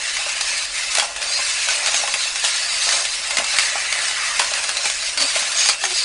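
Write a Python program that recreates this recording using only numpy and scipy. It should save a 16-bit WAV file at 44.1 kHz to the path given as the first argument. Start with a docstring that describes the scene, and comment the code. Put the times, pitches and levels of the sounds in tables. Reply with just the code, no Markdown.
"""Two motorised toy fighters spin on a tiled floor in a small hard room.
Their plastic gear teeth click fast enough to whir, rasp and whine; loaded meshes squeal.
The round bases chatter, rock and thud on the tiles. Limbs clack together and scrape.
When the figures lock, a jammed motor hums and sinks in pitch. A faint rumble lies beneath."""
import sys
import numpy as np
from scipy import signal
from scipy.fft import rfft, irfft
from scipy.io import wavfile

SR = 44100
rng = np.random.default_rng(int(sys.argv[2]) if len(sys.argv) > 2 else 0)


def pcm_store(signal):
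    """Save signal as 16-bit PCM."""
    levels = np.round(np.clip(np.atleast_2d(signal), -1, 1) * 32767)
    wavfile.write(sys.argv[1], SR, levels.astype(np.int16).T)


N = 266540
TIME_S = np.arange(N) / SR

# hollow base resonances: centre_hz, width_hz, peak_db
BASE_MODES = [(237, 57, 9), (570, 50, 5), (645.4, 20, 6.5), (687, 26.43, 5), (830, 98, 4.5),
              (1047, 27, 9.5), (1178, 35, 7), (1410, 60, 11)]
# plastic limb spectrum: freq_hz, gain_db
LIMB_SPECTRUM = [(100, -37), (400, -16.5), (700, -4), (2000, 3), (4500, 1.5), (8000, -0.5), (11000, -5)]


def from_db(db):
    """Decibels to gain."""
    return 10 ** (np.asarray(db) / 20)


def unit_rms(x):
    """Scale to rms 1."""
    return x / np.sqrt(np.mean(x ** 2) + 1e-20)


def drift(rate_hz):
    """Smooth random wander, rms 1."""
    hop = 40
    pole = np.exp(-2 * np.pi * rate_hz * hop / SR)
    noise = rng.standard_normal(N // hop + 2002)
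    slow = signal.lfilter([1], [1, -2 * pole, pole * pole], noise)[2000:]
    return np.interp(np.arange(N) / hop, np.arange(len(slow)), unit_rms(slow))


def body(x, spectrum, modes=(), size=8192):
    """Minimum-phase filter: broad spectrum plus resonances, unit power gain for white noise."""
    hz = np.maximum(np.fft.rfftfreq(size, 1 / SR), 1)
    freq_hz, gain_db = np.transpose(spectrum)
    db = np.interp(np.log(hz), np.log(freq_hz), gain_db)
    for centre_hz, width_hz, peak_db in modes:
        db += peak_db / (1 + (2 * (hz - centre_hz) / width_hz) ** 2)
    cepstrum = irfft(np.log(unit_rms(from_db(db))))
    cepstrum[1:size // 2] *= 2
    cepstrum[size // 2 + 1:] = 0
    return signal.fftconvolve(x, irfft(np.exp(rfft(cepstrum))))[:N]


def resonate(x, hz, width_hz):
    """Two-pole resonance, peak gain 1."""
    r = np.exp(-np.pi * width_hz / SR)
    feedback = [1, -2 * r * np.cos(2 * np.pi * hz / SR), r * r]
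    return signal.lfilter(np.array([1, 0, -1]) * (1 - r * r) / 2, feedback, x)


def add(out, start_s, sound):
    """Mix in at start_s."""
    at = int(start_s * SR)
    out[at:at + len(sound)] += sound[:N - at]


def gate(start_s, length_s, edge_s):
    """Trapezoid envelope."""
    inside_s = np.minimum(TIME_S - start_s, start_s + length_s - TIME_S)
    return np.clip(inside_s / edge_s + .5, 0, 1)


def offsets_db(rows, edge_s):
    """Sum of timed level changes."""
    return sum(db * gate(start_s, length_s, edge_s) for start_s, length_s, db in rows)


def gear_teeth(uneven_db, wobble, friction, teeth=8):
    """Two motors click once a tooth, with loose timing, uneven force and sliding friction."""
    out = np.zeros(N)
    for motor_hz in (162.76, 211.1):
        turns = np.cumsum(motor_hz * (1 + .07 * drift(3))) / SR  # swinging figure loads the motor
        tooth = np.floor(turns * teeth + .2 * drift(400))  # backlash
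        contact = np.diff(tooth, prepend=tooth[0]) > 0
        force = from_db(uneven_db * np.clip(rng.standard_normal(N), -2, 2))
        clicks = unit_rms(contact * force * rng.choice([-1, 1], N, p=[.35, .65]))
        out += (clicks + friction * rng.standard_normal(N)) * (1 + wobble * np.sin(2 * np.pi * turns))
    return unit_rms(out)


def turning(x, rate_hz, depth_db=6, bands=64, top_hz=10600):
    """A turning toy beams each band towards the listener and away, at random."""
    spectrum, hz = rfft(x), np.fft.rfftfreq(N, 1 / SR)
    position = np.sqrt(np.minimum(hz / top_hz, 1)) * (bands - 1)
    split = (irfft(spectrum * np.maximum(1 - abs(position - k), 0), N) for k in range(bands))
    return unit_rms(sum(band * from_db(depth_db * np.tanh(drift(rate_hz))) for band in split))


def whir(effort_db):
    """Tooth clicks ring the gearbox in the midrange."""
    # freq_hz, gain_db
    spectrum = [(200, -41.5), (600, -20), (1100, -8), (1450, -6.5), (1700, -5), (2500, -2.5), (3200, -11.5),
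                (5000, -9.5), (11000, -14.5)]
    # centre_hz, width_hz, peak_db
    gearbox_modes = [(1730, 58, 4.5), (2160, 380, 3), (2740, 240, 4.5), (2990, 47, 10)]
    # easy running: time_s, level_db
    level_curve = [(0, -29), (.35, -26), (.8, -27), (1.33, -28), (1.62, -27.5), (1.74, -27), (2.0, -27.5),
                   (2.3, -28.5), (3.2, -27), (3.7, -26), (4.35, -24), (5.0, -29.5), (5.4, -26.5),
                   (6.04, -32)]
    level_db = np.interp(TIME_S, *np.transpose(level_curve)) + effort_db
    gears = body(gear_teeth(uneven_db=1, wobble=.17, friction=.54), spectrum, gearbox_modes)
    return from_db(level_db) * turning(gears, rate_hz=20.5)


def rasp(effort_db, easy_db=-25.5):
    """More uneven tooth clicks ring the shell in the treble."""
    # freq_hz, gain_db
    spectrum = [(500, -36), (2000, -11), (3200, -3.5), (4200, -0.5), (5800, -2.5), (7500, -3), (9300, -6),
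                (11000, -8.5)]
    # centre_hz, width_hz, peak_db
    shell_modes = [(3860, 550, 2.6), (4790, 825.5, 2.9), (5330, 160, 1.8), (6420, 310, 4), (8510, 170, 6.9)]
    gears = body(gear_teeth(uneven_db=3, wobble=.13, friction=.37), spectrum, shell_modes)
    return from_db(easy_db + effort_db) * turning(gears, rate_hz=21)


def whine(effort_db, easy_db=-39, swell_db=5):
    """The fastest gear sings thinly, swelling now and then."""
    pitch_hz = 2640 + 30.19 * drift(5.5) + 32.1 * drift(335)  # load wander, backlash waver
    force = (1 + .79 * drift(60)) * from_db(swell_db * np.tanh(drift(14)))
    phase = 2 * np.pi * np.cumsum(pitch_hz) / SR
    return from_db(easy_db + effort_db) * unit_rms(force * np.sin(phase))


def shuffle(effort_db, standing_db=-43, taps_per_s=500, spread_db=3):
    """The bases chatter on the tile in tiny taps, louder in a skid."""
    # freq_hz, gain_db
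    spectrum = [(100, -41.5), (220, -14), (400, -5.5), (500, 2.5), (600, 8), (1000, 3), (1500, -0.5),
                (3500, -12)]
    # start_s, length_s, rise_db
    skids = [(.16, 0.26, 0), (.97, 0.46, 5.5), (1.67, 0.51, 6), (2.4, 0.49, 1.5), (2.86, 0.17, 9),
             (3.31, 0.57, 4), (3.92, 0.2188, 4.5), (4.42, 0.44, 5), (5.18, 0.11, 8.5), (5.34, 0.43, 3)]
    level_db = standing_db + offsets_db(skids, edge_s=.0088) + effort_db
    contact = rng.random(N) < taps_per_s / SR
    force = from_db(spread_db * np.minimum(rng.exponential(1, N), 3))
    taps = contact * force * rng.choice([-1, 1], N)
    return from_db(level_db) * unit_rms(body(taps, spectrum, BASE_MODES))


def rumble(level_db=-50):
    """Faint, steady low noise."""
    # freq_hz, gain_db
    spectrum = [(15, -3), (28, -3.5), (43, 1), (70, -11.5), (120, -9.5), (170, -19.5), (300, -13.5),
                (1000, -27)]
    return from_db(level_db) * body(rng.standard_normal(N), spectrum)


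def squeals():
    """A loaded mesh sings at its tooth rate, gliding and wavering as teeth catch and slip."""
    # start_s, length_s, from_hz, to_hz, waver_hz, level_db
    glides = [(0.0, 0.2, 1865, 2060, 170, -33.5), (0.217, 0.12, 2683, 2660, 30, -37),
              (0.553, 0.12, 4930, 4600, 65, -34), (0.738, 0.1, 2150, 2050, 70, -34),
              (0.85, 0.093, 2610, 2690, 35, -37), (1.272, 0.12, 4660, 4900, 50, -27.5),
              (1.319, 0.064, 4060, 4354, 45, -28), (1.29, 0.13, 6470, 6430, 60, -35),
              (1.553, 0.34, 2596, 2450, 91, -32.5), (1.9, 0.1003, 2550, 2010, 60, -34),
              (1.933, 0.057, 6500, 6480, 79, -25), (2.186, 0.066, 4163, 3950, 60, -26),
              (2.45, 0.046, 5000, 4950, 50, -30), (2.568, 0.15, 4480, 4750, 90, -32),
              (2.713, 0.08, 4740, 4690, 70.4, -26.5), (2.8, 0.083, 4620, 4420, 65, -29),
              (2.814, 0.08, 4200, 3900, 70, -36), (3.553, 0.46, 1830, 2066, 173, -31.5),
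              (4.048, 0.38, 2037, 1745, 101, -34.5), (4.155, 0.2, 1400, 1130, 70, -35.5),
              (5.177, 0.075, 4592, 4550, 45, -20.5), (5.25, 0.0591, 4700, 4600, 60, -31),
              (5.567, 0.125, 6590, 6450, 80.7, -22.5), (5.59, 0.12, 2500, 2380, 71.5, -30),
              (5.638, 0.067, 4960, 4600, 130, -21.5), (5.711, 0.12, 2720, 2650, 68, -33),
              (5.843, 0.026, 6500, 6450, 60, -26), (5.942, 0.11, 4940, 4640, 190, -24),
              (5.947, 0.12, 4600, 4380, 150, -32)]
    out = np.zeros(N)
    waver, force = drift(253), 1 + .58 * drift(190)
    for start_s, length_s, from_hz, to_hz, waver_hz, level_db in glides:
        pitch_hz = np.interp(TIME_S, [start_s, start_s + length_s], [from_hz, to_hz]) + waver_hz * waver
        tone = unit_rms(force * np.sin(2 * np.pi * np.cumsum(pitch_hz) / SR))
        out += from_db(level_db) * gate(start_s, length_s, edge_s=.016) * tone
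    return out


def clacks(gain_db=-15.5, ring_db=6.5, crack_t60_s=.02, contact_s=.0011, size=8000):
    """Limbs collide: a crack, sharper on hard blows; loose joints clatter and the limb rings."""
    # start_s, strength_db, ring_hz, clatter_t60_s
    blows = [(0.167, -5, 2050, .05), (0.291, -7, 2647, .04), (0.409, -1.5, 4740, 0.025),
             (0.95, -0.5, 3540, .04), (0.971, 0.5, 5200, .025), (0.984, 3, 5470, .01),
             (0.997, 4, 3280, 0.009), (1.027, -8, 4680, 0.032), (1.161, -8, 2600, 0.091),
             (1.217, -7, 4400, .02), (1.226, -6.5, 2690, 0.025), (1.686, -1, 1510, .02),
             (1.706, -3.5, 4800, .02), (1.86, -2, 4400, 0.03), (1.871, -1.5, 4550, 0.0189),
             (1.943, 1, 2480, 0.0087), (2.075, -4.5, 2610, .025), (2.139, 0.5, 2600, 0.02),
             (2.357, -4, 2420, 0.033), (2.44, -3, 3400, 0.045), (2.447, -2, 4000, 0.05),
             (2.824, -20, 4630, 0.014), (2.889, -1.5, 1810, 0.034), (2.923, -2.5, 3960, 0.025),
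             (3.052, -4.5, 4300, 0.047), (3.307, -6, 2130, .04), (3.369, -0.5, 2100, 0.043),
             (3.383, -0.5, 2900, 0.041), (3.442, -5, 4200, .03), (3.585, 3, 2017, 0.026),
             (3.594, -5, 4200, 0.078), (3.925, -1, 2180, 0.024), (4.11, -4.5, 4180, 0.019),
             (4.393, 1, 4560, 0.015), (4.396, -2, 2640, 0.048), (4.417, -3, 1400, 0.0359),
             (4.444, -5, 4220, .03), (4.536, -3, 2700, .025), (4.639, -5.5, 1790, .03),
             (4.691, -3, 1720, 0.033), (4.769, -2, 4000, 0.011), (4.854, -2.5, 2400, 0.097),
             (4.899, -2, 4600, .025), (5.174, -1, 4600, 0.033), (5.568, -11, 5300, .015),
             (5.658, -1, 4730, .02), (5.687, 4, 4800, 0.03), (5.696, 1, 4540, 0.024),
             (5.838, -3, 1810, 0.04), (5.852, -3.5, 6600, .04), (5.906, -8, 4630, .03)]
    out, age_s = np.zeros(N), np.arange(size) / SR
    for start_s, strength_db, ring_hz, clatter_t60_s in blows:
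        crack = from_db(6 + .7 * min(strength_db, 1) - 60 * age_s / crack_t60_s)
        joints = from_db(-60 * age_s / clatter_t60_s)
        clatter = rng.choice([-1, 1], size) * (crack + joints) * np.minimum(age_s / contact_s, 1)
        ring = from_db(ring_db) * resonate(clatter, ring_hz, width_hz=156)
        add(out, start_s, from_db(strength_db + gain_db) * (clatter + ring))
    return body(out, LIMB_SPECTRUM)


def thumps(gain_db=-8, width_hz=88, rattle_db=.5, rattle_t60_s=.075, size=8000):
    """A rocking rim lands; the hollow base rings and its insides rattle."""
    # freq_hz, gain_db
    spectrum = [(80, -48), (250, -23.5), (430, -9.5), (600, -4.5), (1000, -1.5), (1800, -4), (5000, -10.5)]
    # start_s, strength_db, ring_hz
    landings = [(0.192, -25, 750), (0.264, -21.5, 600), (0.982, -13, 667), (1.023, -16.5, 840),
                (1.045, -18.5, 705), (1.214, -25, 583), (1.39, -21, 1050), (1.826, -25, 780),
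                (1.885, -18.5, 657), (1.942, -16.5, 740), (2.036, -14.5, 746), (2.079, -17.5, 1089),
                (2.142, -25, 840), (2.44, -21.5, 666), (2.888, -32, 840), (3.307, -21, 910),
                (3.37, -18, 730), (3.398, -12.5, 680), (3.412, -24, 610), (3.538, -18.5, 764),
                (3.755, -14, 750), (3.958, -23.5, 730), (4.397, -8, 985), (4.419, -31, 1060),
                (4.515, -20, 596), (4.857, -19.5, 880), (5.36, -13, 646), (5.427, -24, 1010),
                (5.69, -17, 880), (5.838, -13.5, 764)]
    out, age_s = np.zeros(N), np.arange(size) / SR
    for start_s, strength_db, ring_hz in landings:
        ring = np.sin(2 * np.pi * ring_hz * age_s) * np.exp(-np.pi * width_hz * age_s)
        rattle = rng.standard_normal(size) * from_db(rattle_db - 60 * age_s / rattle_t60_s)
        add(out, start_s, from_db(strength_db + gain_db) * (ring + rattle))
    return body(out, spectrum, BASE_MODES)


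def thuds(pitch_hz=247, width_hz=82, shudder_t60_s=.06, size=8000):
    """A toy's whole weight settles on the floor: a dull knock and a brief shudder."""
    # start_s, strength_db
    landings = [(1.025, -52), (1.69, -44), (2.14, -41), (3.385, -33), (4.398, -49), (4.857, -38),
                (5.21, -42), (5.234, -40), (5.419, -43), (5.692, -41)]
    out, age_s = np.zeros(N), np.arange(size) / SR
    ring = np.sin(2 * np.pi * pitch_hz * age_s) * np.exp(-np.pi * width_hz * age_s)
    knock = resonate(ring, pitch_hz, width_hz=pitch_hz)
    for start_s, strength_db in landings:
        noise = resonate(rng.standard_normal(size), pitch_hz, 2 * width_hz)
        shudder = unit_rms(resonate(noise, pitch_hz, 2 * width_hz)) * from_db(-60 * age_s / shudder_t60_s)
        add(out, start_s, from_db(strength_db) * (2 * knock + .56 * shudder))
    return out


def scrapes(slips_per_s=5000):
    """Limb drags over limb; the plastic sticks and slips in dense ticks."""
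    # start_s, length_s, level_db
    drags = [(2.451, 0.051, -23.5), (3.563, .045, -36), (5.201, 0.034, -16), (5.352, 0.029, -22),
             (5.833, 0.011, -21)]
    slips = (rng.random(N) < slips_per_s / SR) * rng.choice([-1, 1], N)
    pressure = sum(from_db(db) * gate(start_s, length_s, edge_s=.006) for start_s, length_s, db in drags)
    return pressure * unit_rms(body(slips, LIMB_SPECTRUM))


def jam_hum(octave_db=-.5):
    """A motor slows in a jam; its hum shakes and sinks."""
    # start_s, length_s, from_hz, to_hz, level_db
    jams = [(5.166, 0.099, 301.7, 272, -42.5), (5.828, 0.11, 393, 356, -40)]
    out = np.zeros(N)
    for start_s, length_s, from_hz, to_hz, level_db in jams:
        glide_hz = np.interp(TIME_S, [start_s, start_s + length_s], [from_hz, to_hz])
        phase = 2 * np.pi * np.cumsum(glide_hz * (1 + .0208 * drift(69))) / SR
        hum = (np.sin(phase) + from_db(octave_db) * np.sin(2 * phase)) * (1 + .36 * drift(55))
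        out += from_db(level_db) * gate(start_s, length_s, edge_s=.018) * unit_rms(hum)
    return out


def room(x, wet_db, t60_s=.18, delay_s=.004, size=20000):
    """Tiles and walls return a short dense tail."""
    age_s = np.arange(size) / SR
    tail = rng.standard_normal(size) * from_db(-60 * age_s / t60_s) * (age_s > delay_s)
    return x + from_db(wet_db) * signal.fftconvolve(x, unit_rms(tail) / np.sqrt(size))[:N]


def scene():
    """Motor effort sets gear and base levels; impacts land on top, with more reverb."""
    # motors pushed: start_s, length_s, rise_db
    surges = [(.44, 0.27, 2.5), (.925, 0.051, 7), (1.37, 0.42, 3.5), (1.84, 0.19, 5), (2.19, 0.082, 3),
              (2.42, 0.22, 4), (2.7, 0.1, 3.5), (2.81, 0.2, 6.5), (3.01, 0.19, 1.8), (3.5, 0.19, 5.5),
              (3.98, 0.12, 3), (4.52, 0.0576, 3), (4.78, 0.13, 2.5), (4.99, 0.1366, 2.5), (5.19, 0.37, 3.5),
              (5.57, 0.15, 8), (5.93, 0.094, 6)]
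    # motors let go: start_s, length_s, change_db
    lulls = [(.34, 0.059, -1.5), (.65, 0.083, -6), (1.07, 0.14, -6.5), (3.16, 0.066, -2.5),
             (4.72, 0.074, -1), (5.105, 0.074, -3), (5.75, 0.055, -5.5)]
    surge_db, lull_db = offsets_db(surges, edge_s=.052), offsets_db(lulls, edge_s=.02)
    gears = whir(.43 * surge_db + lull_db) + rasp(surge_db + lull_db) + whine(lull_db)
    gears *= from_db(.8 * drift(33))  # load flutter
    running = gears + shuffle(.31 * lull_db) + squeals() + jam_hum() + scrapes()
    impacts = clacks() + thumps() + thuds()
    return (rumble() + room(running, wet_db=-12) + room(impacts, wet_db=-5))[None]


def record(dry, ceiling=.86, cutoff_hz=10300):
    """Soft clip, then steep low-pass."""
    rounded = ceiling * np.tanh(dry / ceiling)
    return signal.sosfilt(signal.butter(32, cutoff_hz, fs=SR, output="sos"), rounded)


dry = scene()
out = record(dry)
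pcm_store(out)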